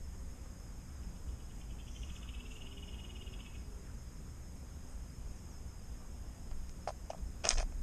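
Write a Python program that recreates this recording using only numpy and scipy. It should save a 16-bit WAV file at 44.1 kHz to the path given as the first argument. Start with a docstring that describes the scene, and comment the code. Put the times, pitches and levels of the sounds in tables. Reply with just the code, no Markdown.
"""A still pond bank: far traffic rumbles under a chorus of insects, a cricket warbles,
a small animal trills and a bird chips twice. Noise shaped by spectra gives rumble, wind and chorus;
gliding sines and resonances give the engine and the voices. At the end gear is handled close to the
microphone: damped modes give hollow knocks, a sharp snap and scraping, and slow sines give low jolts."""
import sys
import numpy as np
from scipy import signal
from scipy.fft import rfft, irfft
from scipy.io import wavfile
from scipy.ndimage import uniform_filter1d

SR = 44100
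rng = np.random.default_rng(int(sys.argv[2]) if len(sys.argv) > 2 else 0)


def persist_wave(psi):
    """Save psi, clipped to +-1, as 16-bit WAV."""
    counts = np.round(np.clip(psi, -1, 1) * 32767).astype(np.int16)
    wavfile.write(sys.argv[1], SR, np.atleast_2d(counts).T)


N = 345243  # length in samples


def amp(db):
    """Level: an amplitude ratio is ten to the power of dB / 20."""
    return 10 ** (np.asarray(db) / 20)


def evened(x):
    """Normalisation: dividing by the root mean square gives rms 1."""
    return x / np.sqrt(np.mean(x ** 2) + 1e-20)


def add(mix, s, sound):
    """Superposition: adds the sound to the mix from second s."""
    part = mix[round(s * SR):][:len(sound)]
    part += sound[:len(part)]


def resonate(x, hz, width):
    """Resonance by heterodyning: shifts hz down to zero, smooths, and shifts back, with gain 1."""
    turn = np.exp(2j * np.pi * np.cumsum(hz * np.ones(len(x))) / SR)
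    r = np.exp(-np.pi * width / SR)
    return 2 * (turn * signal.lfilter([1 - r], [1, -r], x / turn)).real


def whistle(count, hz, width):
    """Narrow-band noise: a resonance applied twice to white noise gives a fuzzy tone of rms 1."""
    once = resonate(rng.standard_normal(count), hz, width)
    return evened(resonate(once, hz, width))


def hiss(spectrum, patchy_db):
    """Coloured noise: random short-time spectra with drifting patches, filtered to a spectrum, rms 1."""
    frames = N // 256 + 5
    a, b, patches = rng.standard_normal((frames, 513, 3)).T
    patches = uniform_filter1d(patches, size=14, axis=0)  # across frequency
    patches = evened(uniform_filter1d(patches, size=16, axis=1))  # across time
    fine = signal.istft((a + 1j * b) * amp(patchy_db * patches), nperseg=1024, noverlap=768)[1][:N]
    f, db = np.transpose(spectrum)
    log_hz = np.log(np.fft.rfftfreq(N, 1 / SR) + 1)
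    gain = amp(np.interp(log_hz, np.log(f + 1), db))
    return evened(irfft(rfft(fine) * gain, N))


def glide(s, end, hz, db):
    """Frequency modulation: a soft-edged sine whose phase is the running sum of hz from s to end."""
    hz = (hz * np.ones(N))[round(s * SR):round(end * SR)]
    tone = np.sin(2 * np.pi * np.cumsum(hz) / SR)
    return s, amp(db) * tone * signal.windows.tukey(len(hz), .7)


def outdoors(x, t60, wet_db):
    """Diffuse scattering: trees and banks return a short tail that decays exponentially."""
    t = np.arange(SR // 2) / SR
    tail = rng.standard_normal(len(t)) * amp(-60 * t / t60) * (t > .004)
    return x + amp(wet_db) * signal.fftconvolve(x, tail / np.linalg.norm(tail))[:N]


def traffic():
    """Broadband and harmonic sources: rumble, steady drones, an engine's multiples and one brief tone."""
    # Far traffic and air. Each row: frequency in Hz, relative density in dB per Hz.
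    rumble = [(26, -13.5), (45, 1.5), (70, -1.5), (91, -9.5), (112, -12), (168, -17.5), (251, -18),
              (290, -23), (614, -30), (1150, -33.5), (2500, -41), (3500, -44.5), (4000, -48), (4600, -51.5),
              (6000, -82)]
    # Steady drones of far machinery. Each row: frequency in Hz, width of one resonance in Hz, level in dB.
    drones = [(63.44, 5.8, -66.5), (122.7, 3.8, -64), (180.3, 5.8, -65), (249.5, 4.3, -74)]
    # A far engine revs up, eases off and climbs again. Each row: time in seconds, turns per second.
    engine_speed = [(2.3, 59), (2.55, 63), (3.47, 78), (3.62, 71.3), (3.88, 65.3), (4.4, 72.5), (5.6, 81)]
    # Multiples of its speed that carry this far. Each row: multiple, start and end in seconds, level in dB.
    engine_tones = [(4, 2.25, 2.62, -58), (4, 2.55, 2.92, -61), (7, 2.33, 2.65, -64), (6, 2.5, 3.1, -62),
                    (3, 2.55, 3.45, -62), (5, 2.95, 3.47, -62), (6, 3.0, 3.4, -69), (6, 3.62, 3.88, -61),
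                    (2, 4.4, 5.6, -62)]
    # A brief steady tone: start and end in seconds, frequency in Hz, level in dB.
    brief_tone = (.1, .7, 535, -68)

    out = amp(-47) * hiss(rumble, patchy_db=-1.0)
    out += sum(amp(db) * whistle(N, hz, width) for hz, width, db in drones)
    speed = np.interp(np.arange(N) / SR, *np.transpose(engine_speed))
    for multiple, s, end, db in engine_tones:
        add(out, *glide(s, end, multiple * speed, db))
    add(out, *glide(*brief_tone))
    return out


def wind():
    """Pressure fluctuation: slow, lumpy air pressure on the microphone, mostly below the range of pitch."""
    # Gusts. Each row: centre in seconds, time from the centre to 1/e of the rise in seconds, rise in dB.
    gusts = [(0.0, 0.44, 6), (2.2, 1, 2.7), (6.6, 0.15, 10)]
    t = np.arange(N) / SR
    db = -53 + sum(rise_db * np.exp(-((t - s) / length) ** 2) for s, length, rise_db in gusts)
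    # frequency in Hz, relative density in dB per Hz
    spectrum = [(4, -11), (12, 3.5), (20, 21.0), (32, 2.5), (45, -20), (60, -51.0)]
    return amp(db) * hiss(spectrum, patchy_db=-1.0)


def insects():
    """Incoherent sum and frequency modulation: a chorus, two steady crickets and one that warbles down."""
    # Many far insects merged into a hiss. Each row: frequency in Hz, relative density in dB per Hz.
    chorus = [(4300, -37), (4800, -16), (5200, -12.5), (6050, -14.5), (6480, -1), (6900, -7.5), (7600, -10),
              (9000, -12.5), (9900, -18.5), (10700, -21), (12200, -16.5), (13600, -24.5), (14500, -39),
              (15500, -68)]
    # Two steadier crickets. Each row: frequency in Hz, width of one resonance in Hz, level in dB.
    singers = [(5100, 30, -82), (4925, 60, -81)]
    # The warbling cricket's three notes. Each row: centre and length as shares of the cycle,
    # top pitch in Hz before the waver, level in dB before the waver and echo.
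    cricket_notes = [(.03, .52, 5300, -71.5), (.39, .38, 5125, -73), (.67, .32, 4950, -75)]
    # Its pace. Each row: time in seconds, cycles sung.
    cricket_pace = [(0, -.23), (2.0, 13.76), (4.0, 27.99), (4.85, 33.84), (5.55, 38.95), (6.5, 45.62),
                    (7.83, 54.95)]
    note_arch_hz = 110  # each note bends up by this much and back
    waver_hz, waver_db = 30., 3.0  # rms

    out = amp(-65.5) * hiss(chorus, patchy_db=0.5)
    out += sum(amp(db) * whistle(N, hz, width) for hz, width, db in singers)
    cycle = np.interp(np.arange(N) / SR, *np.transpose(cricket_pace))
    waver = evened(uniform_filter1d(rng.standard_normal((2, N)), size=550))
    centre, length, hz, db = np.transpose(cricket_notes)[:, :, None]
    from_centre = (cycle - centre + .5) % 1 - .5
    arch = np.cos(np.pi * np.clip(from_centre / length, -.5, .5))
    pitch = hz + note_arch_hz * (arch - 1) + waver_hz * waver[0]
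    loudness = amp(db + waver_db * waver[1]) * np.sqrt(abs(arch))
    notes = loudness * np.sin(2 * np.pi * np.cumsum(pitch, axis=1) / SR)
    return out + outdoors(notes.sum(0), t60=0.16, wet_db=-5.0)


def leaves():
    """Band-limited noise: each soft swish of leaves swells and fades under a raised cosine."""
    # Each row: centre in seconds, half of the whole length in seconds, centre frequency in Hz,
    # width of one resonance in Hz, level in dB before the swell.
    swishes = [(1.578, 0.11, 7450, 2500, -70), (1.98, .2, 5960, 900, -64.5),
               (2.162, 0.14, 6570, 1500, -64.5), (2.541, 0.091, 6760, 2500, -65),
               (2.203, .3, 1140, 600, -68.5), (3.886, 0.043, 1450, 600, -66),
               (4.914, .06, 8300, 1200, -68.5)]
    out = np.zeros(N)
    for s, length, hz, width, db in swishes:
        count = round(2 * length * SR)
        add(out, s - length, amp(db) * whistle(count, hz, width) * np.hanning(count))
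    return out


def bird():
    """Exponential glide: each chip is a near sine that drops fast and then levels off."""
    # Each row: start in seconds, start and end pitch in Hz, level in dB before the fade and echo.
    chips = [(5.356, 6350, 5150, -69), (5.502, 6350, 5080, -66)]
    out, t = np.zeros(N), np.arange(round(.11 * SR)) / SR
    fade = signal.windows.tukey(len(t), .25) * amp(-80 * np.maximum(t - .03, 0))
    for s, hz, end_hz, db in chips:
        pitch = end_hz + (hz - end_hz) * np.exp(-t / .022)
        add(out, s, amp(db) * np.sin(2 * np.pi * np.cumsum(pitch) / SR) * fade)
    return outdoors(out, t60=.2, wet_db=-6)


def trill(gap=0.0071, pip_length=0.0043, stroke_length=0.004, length=0.0034, lead_db=-7.0, fade_db=-4.5):
    """Pulsed resonance: a pip and a steep falling stroke, over pulses that ring the throat's modes."""
    # Syllables: times in seconds, each 3 ms ahead of the middle of its pip.
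    syllables = [.8994, 1.0237, 1.1537, 1.282, 1.3966, 1.5013, 1.606, 1.7005, 1.7923, 1.8733, 1.9558,
                 2.0245, 2.093, 2.156, 2.222, 2.282, 2.3406, 2.3979, 2.4545, 2.509, 2.5587, 2.6112, 2.6624,
                 2.7182, 2.7713, 2.8265, 2.8816, 2.9347, 2.9897, 3.043, 3.0979, 3.1557, 3.213, 3.2674,
                 3.3302, 3.3967, 3.455, 3.5442]
    # How the voice changes. Each row: time in seconds, effort in dB, pip pitch in Hz, pip over the pulses
    # in dB, falling stroke over the pulses in dB, stretch of the modes (ratio), centre of their ring in Hz.
    throat = [(.9, -69, 2900, -6, -11, 1., 3000), (1.5, -62, 2960, 0, -8, 0.98, 3020),
              (1.6, -59.5, 2220, -6, -16, 0.93, 3150), (1.7, -56.5, 2560, -6, -12, 0.89, 3300),
              (1.8, -53.5, 2600, -6, -10, 0.94, 3300), (1.9, -53.5, 2950, -5, -6, 0.91, 3270),
              (2.03, -52, 3340, -7, 1, 0.96, 3050), (2.23, -55, 3500, -4, 1, 0.98, 2950),
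              (2.28, -52.5, 2600, -3, 4, 1, 2950), (2.35, -52.5, 2630, 2, -3, 1, 2950),
              (2.5, -55.5, 2720, 3, 4.5, 1, 2950), (2.65, -53.5, 2930, 2, 1, 0.96, 3000),
              (3.25, -53.5, 2880, 4, -5, 0.97, 2980), (3.4, -51.5, 2750, -4, -5, 1, 2840),
              (3.55, -53, 2520, -4, -6, .97, 2700)]
    # Modes of the throat. Each row: frequency in Hz before the stretch, relative level in dB.
    throat_modes = [(2287, -6), (2620, -4.5), (2965, -4.5), (3340, -4.5), (3670, -4)]
    stroke_hz, stroke_slope = 2885, -95000  # Hz at the middle of the stroke, Hz per s
    off_centre_db = -2.6  # loss of a mode 500 Hz from the centre, growing from pulse to pulse

    out, t = np.zeros((4, N)), np.arange(round(.07 * SR)) / SR - .024
    times, *columns = np.transpose(throat)
    mode_hz, mode_db = np.transpose(throat_modes)[:, :, None]
    pulse = np.array([-1, 1, 2, 3])[:, None, None]  # a faint lead-in, then three fading pulses
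    pulse_db = np.where(pulse < 0, lead_db, fade_db * (pulse - 1))
    shape = np.exp(-((t - gap * pulse) / length) ** 2)
    u = t - gap  # time from the middle of the stroke
    stroke_shape = np.exp(-(u / stroke_length) ** 2)
    stroke_wave = stroke_shape * np.sin(2 * np.pi * (stroke_hz + stroke_slope * u / 2) * u)
    chances = rng.standard_normal((len(syllables), 3, 4, 5, 1))
    for k, (s, chance) in enumerate(zip(syllables, chances)):
        db, pip_hz, pip_db, stroke_db, stretch, centre_hz = (np.interp(s, times, c) for c in columns)
        pip = np.exp(-(t / pip_length) ** 2) * np.sin(2 * np.pi * pip_hz * t)
        pip = amp(pip_db + 1.1 * chance[0, 0, 0]) * pip
        stroke = amp(stroke_db) * stroke_wave
        loss_db = off_centre_db * abs(pulse) * ((mode_hz - centre_hz) / 500) ** 2
        level_db = mode_db + loss_db + pulse_db + 2. * chance[0]
        hz = stretch * mode_hz * (1 + 0.008 * chance[1])
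        waves = np.sin(2 * np.pi * (hz * t + chance[2]))
        rung = (amp(level_db) * shape * waves).sum((0, 1))
        breathy = .03 * shape[1:].sum((0, 1)) * whistle(len(t), 3000, 1100)
        add(out[k % len(out)], s - .021, amp(db) * (pip + stroke + rung + breathy))
    # syllables take turns among four random echo tails, so the echo stays a diffuse haze
    return sum(outdoors(part, t60=0.55, wet_db=-5.0) for part in out)


def ring(hardness_db, rise, place_db=6):
    """Modal decay: one blow excites the gear's modes, a harder contact favours the high ones; peak 1."""
    # Modes of the hollow gear. Each row: frequency in Hz, relative level in dB before hardness and place,
    # time to decay by 60 dB in seconds.
    gear_modes = [(432, -13, 0.0092), (664, 3.5, 0.026), (734, -4.5, 0.034), (1023, -6.5, 0.03),
                  (1286, -0.5, 0.012), (1760, -7, 0.013), (2166, -14.5, 0.02), (2470, -9.5, 0.012),
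                  (3130, -10, 0.006), (3580, -29, 0.02), (4270, -18, 0.0055), (5050, -18.5, 0.012),
                  (5640, -22, 0.021), (6350, -16.5, 0.0074), (7500, -27.5, 0.0039), (8280, -27, 0.0029),
                  (8900, -35, 0.0048), (11900, -76, 0.0023)]
    hz, db, t60 = np.transpose(gear_modes)[:, :, None]
    t, upper = np.arange(2500) / SR, np.minimum(hz / 4000, 1)
    turns, place = rng.random((2, len(gear_modes), 1))
    # each blow lands elsewhere and lifts the upper modes by other amounts, up to place_db
    level_db = db + place_db * upper * place + hardness_db * np.log2(hz / 1000)
    modes = amp(level_db - 60 * t / t60) * np.sin(2 * np.pi * (hz * t + turns * upper))
    sound = modes.sum(0) * np.sin(np.pi / 2 * np.minimum(t / rise, 1)) ** 2
    return sound / abs(sound).max()


def gear(grains_per_s=5000, spread_db=2.5, dull_hz=10200):
    """Impact and friction: blows, gritty scraping through the same modes, and decaying low jolts."""
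    # Levels in these three tables hold ahead of the housing's filter.
    # Blows. Each row: start in seconds, peak in dB, hardness as dB gained per octave.
    blows = [(6.513, -45, 3), (6.694, -42, 13), (6.874, -25, -2), (6.8765, -33.5, -9), (6.885, -29.5, -5),
             (6.89, -31.5, -2.5), (6.903, -35, -6), (7.0985, -44, -9), (7.1018, -28.5, -18),
             (7.1022, -38, 6.5), (7.109, -43, 6), (7.1325, -40, 0), (7.146, -41.5, -14), (7.181, -47.5, 12),
             (7.442, -28, 6), (7.449, -35, -5), (7.4525, -19.5, 6.5), (7.46, -36, 17), (7.4705, -27, 2.5),
             (7.4785, -35, 22), (7.485, -35.5, -2), (7.499, -33, 33), (7.506, -17, 9.5), (7.5102, -29, 10),
             (7.513, -21.5, 9), (7.522, -34, 7), (7.555, -38, 3.5), (7.577, -48, 1), (7.582, -26, 8),
             (7.599, -30.5, 8), (7.604, -31, 1), (7.627, -33.5, 0.5), (7.722, -48, 0)]
    # Scrapes. Each row: start in seconds, hold in seconds, level in dB, hardness in dB per octave.
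    scrapes = [(6.873, 0.018, -52, 12), (7.1, 0.009, -53.5, 7), (7.435, .002, -47.5, 7),
               (7.445, 0.0083, -38, 5.5), (7.464, .01, -40.5, 8), (7.483, 0.0093, -40.5, 13.5),
               (7.499, 0.024, -40.5, 8.5), (7.522, 0.037, -50, 20), (7.57, 0.014, -42.5, 6.5),
               (7.595, 0.022, -48.5, 10.5)]
    # Jolts that shake the microphone. Each row: start in seconds, level in dB before rise and decay,
    # frequency in Hz, time to decay by 60 dB in seconds.
    jolts = [(7.523, -26, 26.84, 0.85), (7.572, -22.5, 45.4, 0.16), (7.627, -29.5, 30.6, 0.94)]
    contact_s, contact_db = .0014, -1.5  # rise of a neutral blow, and its change in dB per step of hardness
    scrape_rise_s, scrape_fade = 0.0044, -900  # s, dB per s

    out = np.zeros(N)
    for s, db, hardness_db in blows:
        rise = np.clip(contact_s * amp(contact_db * hardness_db), .0002, .003)
        add(out, s, amp(db) * ring(hardness_db, rise))
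    # sparse random grains of either sign
    grit = amp(spread_db * rng.exponential(1, N)) * rng.choice([-1, 1], N)
    grit *= rng.random(N) < grains_per_s / SR
    t = np.arange(SR // 3) / SR
    for s, hold, db, hardness_db in scrapes:
        grain = ring(hardness_db, 0.0001) * amp(-np.arange(2500) / 25)  # damped 1 dB more every 25 samples
        part = evened(signal.oaconvolve(grit[round(s * SR):][:SR // 8], grain)[:SR // 8])
        u = t[:len(part)]
        fade_db = scrape_fade * np.maximum(u - scrape_rise_s - hold, 0)
        add(out, s, amp(db + fade_db) * np.minimum(u / scrape_rise_s, 1) * part)
    for s, db, hz, t60 in jolts:
        swing = -amp(db - 60 * t / t60) * np.sin(2 * np.pi * hz * t)
        add(out, s, swing * np.minimum(t / 0.0156, 1))
    # carried through the housing, which passes no high treble
    return signal.sosfilt(signal.butter(10, dull_hz, fs=SR, output="sos"), out)


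def snap():
    """Damped impact: one very hard, quickly damped blow, heard through the air."""
    # Start in seconds, level in dB before damping, hardness in dB per octave, extra damping in dB per second.
    s, db, hardness_db, damping_db = (7.4905, -5.5, 19, 10000)
    out = np.zeros(N)
    # a weak ring remains once the damping has acted
    damping = amp(-damping_db * np.arange(2500) / SR) + amp(-17)
    add(out, s, amp(db) * damping * ring(hardness_db, .0003, place_db=0))
    return out


def scene():
    """Superposition: the pressures of all sources add at one microphone."""
    return (traffic() + wind() + insects() + trill() + bird() + leaves() + gear() + snap())[None]


def record(dry):
    """Band limitation: the recorder passes nothing far above its edge frequency."""
    edge_hz = 14900
    lowpass = signal.firwin(511, edge_hz, window=("kaiser", 9), fs=SR)
    return signal.oaconvolve(dry, lowpass[None], "same")


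dry = scene()
out = record(dry)
persist_wave(out)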